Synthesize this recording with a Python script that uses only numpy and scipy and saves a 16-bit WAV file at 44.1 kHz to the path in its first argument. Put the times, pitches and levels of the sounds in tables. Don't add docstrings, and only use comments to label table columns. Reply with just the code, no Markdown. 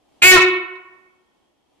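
import sys
import numpy as np
from scipy import signal
from scipy.fft import rfft, irfft, next_fast_len
from scipy.io import wavfile
from scipy.ndimage import map_coordinates

SR = 44100
rng = np.random.default_rng(int(sys.argv[2]) if len(sys.argv) > 2 else 0)


def dump_mix(stems):
    frames = np.atleast_2d(stems).T
    limited = np.clip(frames, -1, 1)
    pcm = np.round(limited * 32767).astype(np.int16)
    wavfile.write(sys.argv[1], SR, pcm)


N = 79380


def amp(db):
    return 10 ** (np.asarray(db) / 20)


def unit(x):
    return x / np.sqrt(np.mean(x ** 2) + 1e-20)


def along(points, hz):
    knots_hz, values = np.transpose(points)
    return np.interp(np.log(hz + 1), np.log(knots_hz + 1), values)


def curves(rows, t):
    times, *columns = np.transpose(rows)
    return [np.interp(t, times, column) for column in columns]


def wobble(rate):
    return map_coordinates(rng.standard_normal(N // 8), [np.arange(N) * rate / SR], mode="wrap")


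def peak(hz, centre_hz, width_hz):
    return 1 / (1 + ((hz - centre_hz) / (width_hz / 2)) ** 2)


def filtered(x, response):
    size = next_fast_len(N + SR // 2)
    return irfft(rfft(x, size) * response(np.fft.rfftfreq(size, 1 / SR)), size)[..., :N]


def coloured(x, db_of_hz, size=512):
    gain = amp(db_of_hz(np.fft.rfftfreq(size, 1 / SR)))
    taps = np.fft.fftshift(irfft(gain), axes=-1) * signal.get_window("hann", size)
    return signal.fftconvolve(np.atleast_2d(x), np.atleast_2d(taps), axes=1)[:, size // 2:][:, :N]


def panned(x, pan):
    return coloured(x, lambda hz: np.array([[.5], [-.5]]) * along(pan, hz))


def noise_pair(correlation):
    def weights(hz):
        angle = np.arccos(np.clip(along(correlation, hz), -1, 1)) / 2
        return np.array([np.cos(angle), np.sin(angle)])
    mid, side = filtered(rng.standard_normal((2, N)), weights)
    return np.array([mid + side, mid - side])


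def noise_band(centre_hz, width_hz):
    return unit(filtered(rng.standard_normal((2, N)), lambda hz: peak(hz, centre_hz, width_hz)))


def air(t, flutter_db=0.39):
    # (frequency [Hz], relative spectral density [dB])
    spectrum = [(20, -18.5), (60, -12.5), (140, -15), (300, -5), (480, -12), (800, -10.5), (1500, -25.5),
                (3000, -22.5), (3900, -26.5), (11800, -35), (15500, -53.5)]
    # (frequency [Hz], correlation [-1 to 1])
    correlation = [(60, 0.52), (240, -0.23), (950, 0.29), (3770, 0.18), (15000, -0.3)]
    # (time [s], level [dB])
    drift = [(0, -65.5), (.18, -59.5), (1.3, -66.5), (1.68, -67.5), (1.78, -64)]
    level_db, = curves(drift, t)
    noise = filtered(noise_pair(correlation), lambda hz: amp(along(spectrum, hz)))
    return amp(level_db + flutter_db * wobble(8.2)) * unit(noise)


def insects(t, level_db=-82, flutter_db=3):
    return amp(level_db + flutter_db * wobble(13)) * noise_band(centre_hz=3230, width_hz=260)


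def twig(t, onset_s=0.755, level_db=-54, t60_s=0.0895):
    envelope = (t > onset_s) * amp(level_db - 60 * (t - onset_s) / t60_s)
    return envelope * noise_band(centre_hz=3812, width_hz=900)


def forest(call, build_s=0.015, far_db=-27.5, far_stretch=1.759):
    # (frequency [Hz], reverberation time T60 [s])
    t60 = [(150, 1.4), (370, 1.289), (1100, 1.0315), (2200, 0.751), (3000, 0.6463), (4500, 0.437),
           (8000, .33), (15000, 0.2)]
    # (frequency [Hz], gain [dB])
    colour = [(150, -18), (370, -18.5), (750, -14.5), (1100, -8.5), (1480, -12.5), (1850, -9), (2300, -10),
              (4000, -8), (10000, -13.5)]
    # (frequency [Hz], correlation [-1 to 1])
    correlation = [(300, 0.74), (650, 0.93), (1400, 0), (8000, 0)]
    # (frequency [Hz], left minus right [dB])
    balance = [(370, -1), (1100, -1), (1850, -4.5), (2600, -0.5), (6000, 2.5)]
    hz, t, noise = signal.stft(noise_pair(correlation), SR, nperseg=256)
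    decay_db = -60 * t / along(t60, hz)[:, None]
    near, far = amp(decay_db), amp(far_db + decay_db / far_stretch)
    envelope = np.hypot(near, far) * (1 - np.exp(-t / build_s))
    envelope /= np.sqrt(np.mean(envelope ** 2, axis=1, keepdims=True) * N)
    _, impulse_response = signal.istft(noise * envelope * amp(along(colour, hz))[:, None], SR, nperseg=256)
    return panned(signal.fftconvolve(call[None], impulse_response, axes=1)[:, :N], balance)


def slope(call, cutoff_hz=537.83):
    # (delay [s], gain [dB])
    paths = [(0.0804, -11.5), (.127, -12.5), (.173, -15.5), (0.2194, -20), (0.2712, -22.5)]
    low = signal.sosfilt(signal.butter(4, cutoff_hz, fs=SR, output="sos"), call)
    return filtered(low, lambda hz: sum(amp(db) * np.exp(-2j * np.pi * hz * delay) for delay, db in paths))


def echoes(call):
    # (delay [s], left gain [dB], right gain [dB])
    paths = [(.021, -10, -13), (.046, -14.5, -10.5), (.083, -15.5, -18.5), (.127, -19, -24),
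             (0.199, -27.5, -29.5)]
    # (frequency [Hz], gain [dB])
    colour = [(370, -3.5), (750, -4), (1200, -2), (1850, -2.5), (2600, -3), (4000, -9.5), (10000, -19.5)]
    def response(hz):
        return sum(amp([[left], [right]]) * np.exp(-2j * np.pi * hz * round(delay * SR) / SR)
                   for delay, left, right in paths)
    dull = coloured(call, lambda hz: along(colour, hz))
    return filtered(dull, response)


def direct(call, right_lag_s=0.000096):
    # (frequency [Hz], left minus right [dB])
    balance = [(370, 7.5), (750, 12.5), (1100, 0.5), (1480, -13.5), (1850, -3), (2220, 3.5), (2600, -7.5),
               (3000, 2), (4000, 8)]
    delays = np.array([[-.5], [.5]]) * right_lag_s
    return filtered(panned(call, balance), lambda hz: np.exp(-2j * np.pi * hz * delays))


def throat(hz, t):
    # (time [s], closure [0 open, 1 closed])
    mouth = [(.22, 0.036), (.307, 0.0764), (.321, .39), (.344, .47), (.356, 0.73), (.38, 1)]
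    # (centre open [Hz], centre closed [Hz], width [Hz], gain open [dB], gain closed [dB])
    formants = [(1100, 760, 150, -19, -17.5), (1480, 1000, 200, -20.5, -6.5), (2315.1, 1330, 160, 0.5, -6),
                (2538, 2120, 360, -1.5, -20.5), (3000, 2900, 250, -21, -22.5),
                (4033, 3600, 870, -20.5, -23.5), (7500, 5000, 760, -28.5, -42.5)]
    # (frequency [Hz], gain [dB])
    valley = [(300, -29.5), (750, -27.5), (3000, -27.5), (5000, -39.5), (10000, -42), (15000, -54)]
    closure, = curves(mouth, t)
    gain = amp(along(valley, hz))
    for open_hz, closed_hz, width_hz, open_db, closed_db in formants:
        centre_hz = open_hz + (closed_hz - open_hz) * closure
        formant_db = open_db + (closed_db - open_db) * closure
        gain = gain + amp(formant_db) * peak(hz, centre_hz, width_hz)
    return gain


def honk(t, harmonics=40, jitter=0.039, shimmer_db=0.5, rasp_db=-2, knots_per_s=170):
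    # (time [s], pitch [Hz], gain [dB], roughness [0 to 1])
    contour = [(.217, 333, -47, 0.2), (.2215, 339.7, -7.5, 0.14), (.229, 353.1, -1, 0.33),
               (.246, 356.4, 5.5, .22), (.264, 370.7, 2, .1), (.315, 371.5, 6, .07), (.345, 368.5, 3, 0),
               (.359, 360.9, 0, 0.1), (.373, 339.2, -6, 0.5), (.393, 330.2, -13, 0.3),
               (.425, 321.5, -66, .5)]
    # (time [s], level relative to the call's gain [dB])
    chest = [(.22, -23.5), (.265, -9.5), (.308, -15), (.322, -11), (.36, -4.5), (.39, -16)]
    pitch_hz, gain_db, roughness = curves(contour, t)
    chest_db, = curves(chest, t)
    on = (t > contour[0][0]) & (t < contour[-1][0])
    pitch_scatter = 1 + jitter * roughness * wobble(knots_per_s)
    phase = 2 * np.pi * np.cumsum(pitch_hz * pitch_scatter) / SR
    gain = amp(gain_db + shimmer_db * roughness * wobble(knots_per_s))
    voice = amp(chest_db) * np.sin(phase)
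    for k in range(2, harmonics + 1):
        offset = np.pi * k * k / 4
        voice[on] += throat(k * pitch_hz[on], t[on]) * np.cos(k * phase[on] + offset)
    pulsed_air = rng.standard_normal(N) * (1 + np.cos(phase))
    hz, frame_times, spectra = signal.stft(pulsed_air, SR, nperseg=256)
    rasp = signal.istft(spectra * throat(hz[:, None], frame_times), SR, nperseg=256)[1][:N]
    return on * gain * (voice + amp(rasp_db) * roughness * unit(rasp))


def scene():
    t = np.arange(N) / SR
    call = honk(t)
    return direct(call) + echoes(call) + slope(call) + forest(call) + air(t) + insects(t) + twig(t)


def record(dry, ceiling=0.5046, hardness=7, low_cut_hz=25, top_hz=15600):
    clipped = dry / (1 + np.abs(dry / ceiling) ** hardness) ** (1 / hardness)
    low_cut = signal.butter(1, low_cut_hz, "high", fs=SR, output="sos")
    band_limit = signal.ellip(10, .1, 80, top_hz, fs=SR, output="sos")
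    return signal.sosfilt(band_limit, signal.sosfilt(low_cut, clipped))


dry = scene()
out = record(dry)
dump_mix(out)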